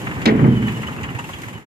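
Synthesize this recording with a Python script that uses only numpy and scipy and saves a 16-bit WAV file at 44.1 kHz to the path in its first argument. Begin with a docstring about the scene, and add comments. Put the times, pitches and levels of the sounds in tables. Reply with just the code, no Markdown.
"""An open dry field, with a dump truck idling a little to the right of the microphone.
Its steel tipper body clanks against the frame in one quick chatter of contacts, then the big
panels boom and shudder as it settles. The diesel drones and clatters at each firing, and
something squeaks roughly in step. Behind it are a faint hiss, one dry tick and soft bumps on
the microphone; the sound fades out quickly at the end."""
import sys
import numpy as np
from scipy import signal
from scipy.fft import rfft, irfft, next_fast_len
from scipy.io import wavfile
from scipy.ndimage import uniform_filter1d, minimum_filter1d, map_coordinates

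SR = 44100
rng = np.random.default_rng(int(sys.argv[2]) if len(sys.argv) > 2 else 0)


def waveform_to_disk(signal):
    """Save audio, clipped to [-1, 1], as 16-bit WAV at the path in sys.argv[1]."""
    frames = np.transpose(np.atleast_2d(signal))
    scaled = np.clip(frames, -1, 1) * 32767
    samples = np.round(scaled).astype(np.int16)
    wavfile.write(sys.argv[1], SR, samples)


N = 74970

# steel-on-steel hits: t/s, level/dB, top f/Hz, crack against ring/dB
CONTACTS = [(0.2563, -15, 11900, -1), (0.2602, -7.5, 5500, -6), (0.2668, -18, 3000, -1.5),
            (.2758, -23, 2600, -7), (.2852, -7, 1950, -18), (.299, -24, 2490, -1), (.349, -24.5, 1900, -2),
            (0.363, -30, 1820, -7.5), (.379, -21.5, 1890, -1.5), (.392, -17, 1820, -1),
            (.441, -15, 1680, 0)]
# ring of the struck steel: f/Hz, level/dB, t60/s
STEEL_MODES = [(822, -12, 0.2), (1385, -14, .14), (1605, -17, 0.14), (1830, -19, 0.22), (1919, 1, 0.08),
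               (2155, 1, 0.05), (2289, -6, 0.07), (2634, -12, 0.11), (3215, -11, 0.14), (3900, -1, 0.04),
               (4250, -4, 0.04), (7050, -17.5, .03)]
# bright snap at the instant of contact: f/Hz, level/dB
SNAP_EQ = [(1000, -12.5), (2600, 2), (4200, 6), (5400, -6), (7300, -7.5), (8500, -15), (15000, -12.5)]
# noisy crack behind the snap: f/Hz, level/dB
CRACK_EQ = [(300, -1), (700, 0), (1200, -4.5), (2100, 0), (3000, -2.5), (4200, -6.5), (5400, -8.5),
            (7300, -11.5), (8500, -26), (15000, -24.5)]
# tail of the crack: f/Hz, t60/s
CRACK_DECAY = [(500, 0.28), (2000, 0.24), (4000, 0.11), (9000, 0.089)]


def clank(attack_cycles=1.1, snap_t60_s=.02, ring_db=-6, noise_db=-1.5):
    """Steel snaps against steel and chatters; softer contacts are duller and slower to build."""
    out, t = np.zeros((2, N)), clock()
    for s, db, top_hz, crack_db in CONTACTS:
        lowpass = lambda hz: 1 / np.sqrt(1 + (hz / top_hz) ** 8)
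        attack = 1 - np.exp(-(t * top_hz / attack_cycles) ** 2)
        snap = decay(snap_t60_s) * noise(SNAP_EQ)
        crack = amp(noise_db + crack_db) * filtered(snap + burst(CRACK_EQ, CRACK_DECAY), lowpass)
        steel = amp(ring_db) * ring(STEEL_MODES, lowpass)
        add(out, s, amp(db) * attack * (steel + crack))
    return pan(out, db=1.64)


# shudders of the settling body: t/s, level/dB, centre f/Hz of the push, thud against boom/dB
BODY_LURCHES = [(.2567, -13.5, 480, 7), (.2662, -6.5, 397, -10), (.2785, -15.5, 317, -5),
                (.3215, -12.5, 413, -5), (.3551, -15, 115, -6), (.3855, -15, 233, -5), (.4236, -12, 130, 8),
                (.4535, -11, 383, -2), (.478, -13, 128, 0), (.5202, -14, 128, 1), (.5551, -19.5, 101, 0),
                (.6063, -22, 109, 0), (.6259, -20.5, 223, -4), (.668, -21.5, 225, -5)]
# boom of the panels: f/Hz, level/dB, t60/s
PANEL_MODES = [(63, -3, .55), (117, -8, .9), (129.4, -1.5, .84), (157.7, -5, 1.05), (194.2, -7, .7),
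               (212.1, -5, 1.25), (220.2, 5, .28), (235.8, -3.5, .47), (271.8, -2, .41), (294.1, -7, .21),
               (361.1, -11.5, .6), (429.8, -12.5, .7), (455.9, -15.5, .6), (548, -15, .41), (645, -15, .3)]
# dull thud under the boom: f/Hz, level/dB
THUD_EQ = [(30, -33.5), (60, -29), (110, -11.5), (225, -0.5), (300, -1), (480, -10.5), (700, -20.5),
           (1200, -20.5), (3000, -49.5)]
# tail of the thud: f/Hz, t60/s
THUD_DECAY = [(80, 0.18), (300, 0.29), (1000, 0.35)]


def tipper_body(attack_s=.0012, boom_db=-2.7, push_octaves=.85):
    """Each lurch thuds and sets the big panels booming, most strongly near the pitch of its push."""
    out = np.zeros((2, N))
    attack = 1 - np.exp(-clock() / attack_s)
    for s, db, centre_hz, thud_db in BODY_LURCHES:
        push = lambda hz: hump(hz, centre_hz, push_octaves)
        thud = amp(thud_db) * filtered(burst(THUD_EQ, THUD_DECAY), push)
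        boom = amp(boom_db) * ring(PANEL_MODES, push)
        add(out, s, amp(db) * attack * (boom + thud))
    return pan(out, db=-.8)


# pulse of the idle: t/s, firing rate/Hz
FIRING_RATE = [(0, 21.4), (.2, 20.2), (.35, 19.1), (.65, 19.7), (1.1, 22), (1.25, 20.6), (1.7, 21.4)]
# low engine bed: f/Hz, level/dB
DRONE_EQ = [(25, -38), (50, -4.5), (80, -1.5), (130, 1.5), (220, -0.5), (300, -4), (450, -8), (650, -16.5),
            (900, -10.5), (1400, -17), (2000, -13.5), (3000, -23.5), (4000, -36.5), (8000, -52)]
# swell of that bed: t/s, level/dB
DRONE_RIDE = [(0, -28), (.2, -24.5), (.7, -27), (1.1, -29), (1.3, -34), (1.6, -33)]
# colour of the diesel clatter: f/Hz, level/dB
CLATTER_EQ = [(200, -11), (450, -10), (620, -6.5), (850, 3.5), (1100, 1), (1450, -3), (1900, 2.5),
              (2300, -2.5), (2800, -2.5), (3600, -17), (5600, -25), (6900, -12), (8500, -22),
              (15000, -24.5)]
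# weight of the clatter: t/s, level/dB
CLATTER_RIDE = [(0, -32), (.08, -32.5), (.17, -36), (.55, -39.5), (.68, -30), (.78, -33.5), (.95, -34.5),
                (1.1, -34.5), (1.25, -31.5), (1.38, -32), (1.48, -32.5), (1.6, -36)]
# accents over the idle: t/s, level/dB, centre f/Hz, ring against knock/dB
HARD_KNOCKS = [(0.068, -23, 1623, -5.5), (0.111, -26, 1430, -20), (0.215, -27.5, 3580, -28),
               (0.624, -27, 2020, -21), (0.68, -22.5, 2450, -10), (0.83, -25.5, 1900, -15),
               (0.869, -38, 5000, -22), (0.883, -29, 1230, -3), (0.984, -31.5, 1060, -6),
               (1.03, -32, 4900, -29), (1.037, -25.5, 1926, -14), (1.086, -28.5, 1360, -23),
               (1.15, -29, 1660, -7.5), (1.186, -32, 4900, -25), (1.189, -27, 944, -1),
               (1.294, -31.5, 1085, -5.5), (1.332, -31.5, 3320, -15), (1.433, -30.5, 2160, -12)]


def engine(first_firing_s=.0145, scatter_db=1, knock_octaves=.83, ring_t60_s=.15):
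    """A low drone and a burst of clatter at every firing; harder knocks ring a loose metal part."""
    t = clock()
    count = np.cumsum(curve(FIRING_RATE)) / SR
    firings = first_firing_s + np.interp(np.arange(int(count[-1])), count, t)
    out = amp(curve(DRONE_RIDE)) * noise(DRONE_EQ)
    clatter = noise(CLATTER_EQ)
    for s, db, centre_hz, ring_db in HARD_KNOCKS:
        band = filtered(noise(CLATTER_EQ), lambda hz: hump(hz, centre_hz, knock_octaves))
        out += amp(db) * knock(s) * unit(band)
        tone = np.sqrt(2) * np.sin(2 * np.pi * centre_hz * t)
        add(out, s, amp(db + ring_db) * decay(ring_t60_s) * tone)
    pulses = sum(amp(scatter_db * rng.normal()) * knock(s) for s in firings)
    return pan(out + amp(curve(CLATTER_RIDE)) * pulses * clatter, db=-.05)


def knock(s, rise_s=.002, fall_s=.015):
    """The punchy envelope of one firing at time s, peak 1."""
    age = np.maximum(clock() - s, 0)
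    shape = (1 - np.exp(-(age / rise_s) ** 2)) * np.exp(-age / fall_s)
    return shape / (shape.max() + 1e-9)


# thin squeaks: middle t/s, length/s, f/Hz, level before trim/dB, pitch jitter/Hz
CHIRPS = [(.39, .025, 3080, -44, 40), (.435, .028, 3030, -41, 40), (.483, .018, 3040, -44, 40),
          (.508, .022, 3120, -43, 40), (.53, .024, 2980, -41, 25), (.574, .046, 3000, -37, 20),
          (.618, .024, 2970, -43, 40), (.648, .03, 3040, -43, 30), (.672, .024, 2950, -33.5, 25),
          (.708, .035, 2960, -43, 40), (.765, .035, 2920, -38, 80), (.824, .018, 2950, -38, 110),
          (.877, .018, 2880, -31, 190), (.932, .018, 2780, -40, 150), (.988, .018, 2820, -37, 180),
          (1.039, .018, 2740, -35, 220), (1.093, .022, 2830, -37, 100), (1.194, .02, 2850, -35, 160),
          (1.246, .018, 2930, -40, 140), (1.339, .018, 3000, -38, 220), (1.368, .03, 3280, -44, 90),
          (1.495, .03, 3070, -45, 110), (1.56, .045, 2980, -44, 30)]


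def squeaks(sag_hz_per_s=4200, trim_db=1.5):
    """Short chirps, clean or rough, that sag in pitch: perhaps the belt slipping as the engine fires."""
    out = np.zeros(N)
    for s, length, hz, db, jitter_hz in CHIRPS:
        t = clock() - s
        pitch = hz - sag_hz_per_s * t + jitter_hz * wobble(400)
        tone = np.sqrt(2) * np.sin(2 * np.pi * np.cumsum(pitch) / SR)
        out += amp(trim_db + db) * np.exp(-(2 * t / length) ** 2) * tone
    return pan(out, db=-1)


# soft low bumps: t/s, level/dB, f/Hz
MIC_BUMPS = [(1.033, -35, 97), (1.157, -26, 118), (1.351, -38, 80.8), (1.47, -35.5, 114),
             (1.556, -37.5, 109.9)]


def bumps(half_length_s=.012):
    """Soft bumps on the microphone, each a few low cycles, heavier on the right."""
    out = np.zeros(N)
    for s, db, hz in MIC_BUMPS:
        t = clock() - s
        tone = np.sqrt(2) * np.cos(2 * np.pi * hz * t)
        out += amp(db) * np.exp(-(t / half_length_s) ** 2) * tone
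    return pan(out, db=-6.5)


# colour of the hiss and the tick: f/Hz, level/dB
HISS_EQ = [(500, -3.5), (3000, 8.5), (4500, -3), (5700, -2), (6900, 1.5), (8500, -4), (14500, -7.5),
           (16000, -31)]
# drift of the hiss: t/s, level/dB
HISS_RIDE = [(0, -40), (.15, -44), (.5, -47), (.75, -41.5), (1.15, -47.5), (1.3, -39.5), (1.39, -44.5),
             (1.45, -42), (1.52, -48)]


def stubble(flutter_db=1, tick_s=1.4185, tick_db=-33.5, tick_t60_s=.065):
    """A faint hiss over the stubble and one dry tick, perhaps a straw snapping."""
    out = amp(curve(HISS_RIDE) + flutter_db * wobble(40)) * noise(HISS_EQ)
    add(out, tick_s, amp(tick_db) * decay(tick_t60_s) * noise(HISS_EQ))
    return out


# stereo width of every noise layer: f/Hz, scattered share of the power
WIDTH = [(60, 0.51), (300, 0.02), (800, 0.39), (3000, 0.3), (8000, 0.89), (15000, 0.85)]


def noise(spectrum):
    """Stereo noise of rms 1: a direct part common to both sides and a scattered part."""
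    white = rng.standard_normal((3, N))
    share = lambda hz: np.clip(along(WIDTH, hz), 0, 1)
    direct = filtered(white[0], lambda hz: np.sqrt(1 - share(hz)))
    scattered = filtered(white[1:], lambda hz: np.sqrt(share(hz)))
    return unit(filtered(direct + scattered, lambda hz: amp(along(spectrum, hz))))


def burst(spectrum, t60s):
    """Noise standing for countless small modes, each band dying at its own speed."""
    hz, t, bands = signal.stft(noise(spectrum), SR, nperseg=256)
    tails = amp(-60 * t / along(t60s, hz)[:, None])
    return signal.istft(bands * tails, SR, nperseg=256)[1][:, :N]


def ring(modes, weight, scatter_db=1):
    """Damped modes, each struck a little differently every time."""
    out, t = np.zeros(N), clock()
    for hz, db, t60 in modes:
        strength = weight(hz) * amp(db + scatter_db * rng.normal())
        out += strength * decay(t60) * np.sin(2 * np.pi * hz * t)
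    return out


def amp(db):
    """Decibels to gain."""
    return 10 ** (np.asarray(db) / 20)


def unit(x):
    """Scale to rms 1."""
    return x / np.sqrt(np.mean(x ** 2) + 1e-20)


def clock():
    """The time of each sample."""
    return np.arange(N) / SR


def decay(t60):
    """A tail that falls 60 dB in t60 seconds."""
    return amp(-60 * clock() / t60)


def along(points, hz):
    """Read (f/Hz, value) points on a log axis."""
    f, v = np.transpose(points)
    return np.interp(np.log(hz + 1), np.log(f + 1), v)


def curve(rows):
    """Join (t/s, value) points, one value per sample."""
    return np.interp(clock(), *np.transpose(rows))


def wobble(rate):
    """A smooth random curve, rate knots a second."""
    return map_coordinates(rng.standard_normal(int(N * rate / SR) + 4), [clock() * rate])


def filtered(x, response):
    """Shape x with a frequency response."""
    m = next_fast_len(N + 8192)
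    return irfft(rfft(x, m) * response(np.fft.rfftfreq(m, 1 / SR)), m)[..., :N]


def hump(hz, centre_hz, octaves):
    """A broad emphasis round a centre frequency."""
    return 1 / np.sqrt(1 + (np.log2((hz + 1) / centre_hz) / octaves) ** 4)


def add(out, s, x):
    """Mix x into out from time s."""
    i = max(round(s * SR), 0)
    out[:, i:] += x[..., :N - i]


def pan(x, db):
    """Raise the left by db and lower the right as much; negative leans right."""
    return x * amp([[db], [-db]])


def delayed(x, lag_s):
    """Let the left side arrive lag_s later than the right."""
    return filtered(x, lambda hz: np.exp(1j * np.pi * hz * lag_s * np.array([[-1], [1]])))


def scene():
    """The truck and the field, each layer reaching the right side first."""
    return (delayed(clank(), lag_s=.0004504)
            + delayed(tipper_body(), lag_s=.00028)
            + delayed(engine(), lag_s=.00023)
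            + delayed(squeaks() + bumps() + stubble(), lag_s=.000405))


# master fade: t/s, level/dB
FADE_OUT = [(1.57, -1.5), (1.62, -8), (1.648, -19.5), (1.66, -83)]


def record(dry, low_cut_hz=78, ceiling=1, top_hz=15600):
    """The microphone loses the deep bass; then a fast limiter, a quick closing fade and a high cut."""
    highpass = lambda hz: (1j * hz) ** 2 / (low_cut_hz ** 2 - hz ** 2 + 1j * hz * low_cut_hz)
    heard = filtered(dry, highpass)
    needed = np.minimum(1, ceiling / (np.abs(heard).max(axis=0) + 1e-9))
    limiter = uniform_filter1d(minimum_filter1d(needed, size=301), size=301)
    return filtered(heard * limiter * amp(curve(FADE_OUT)), lambda hz: hz < top_hz)


dry = scene()
out = record(dry)
waveform_to_disk(out)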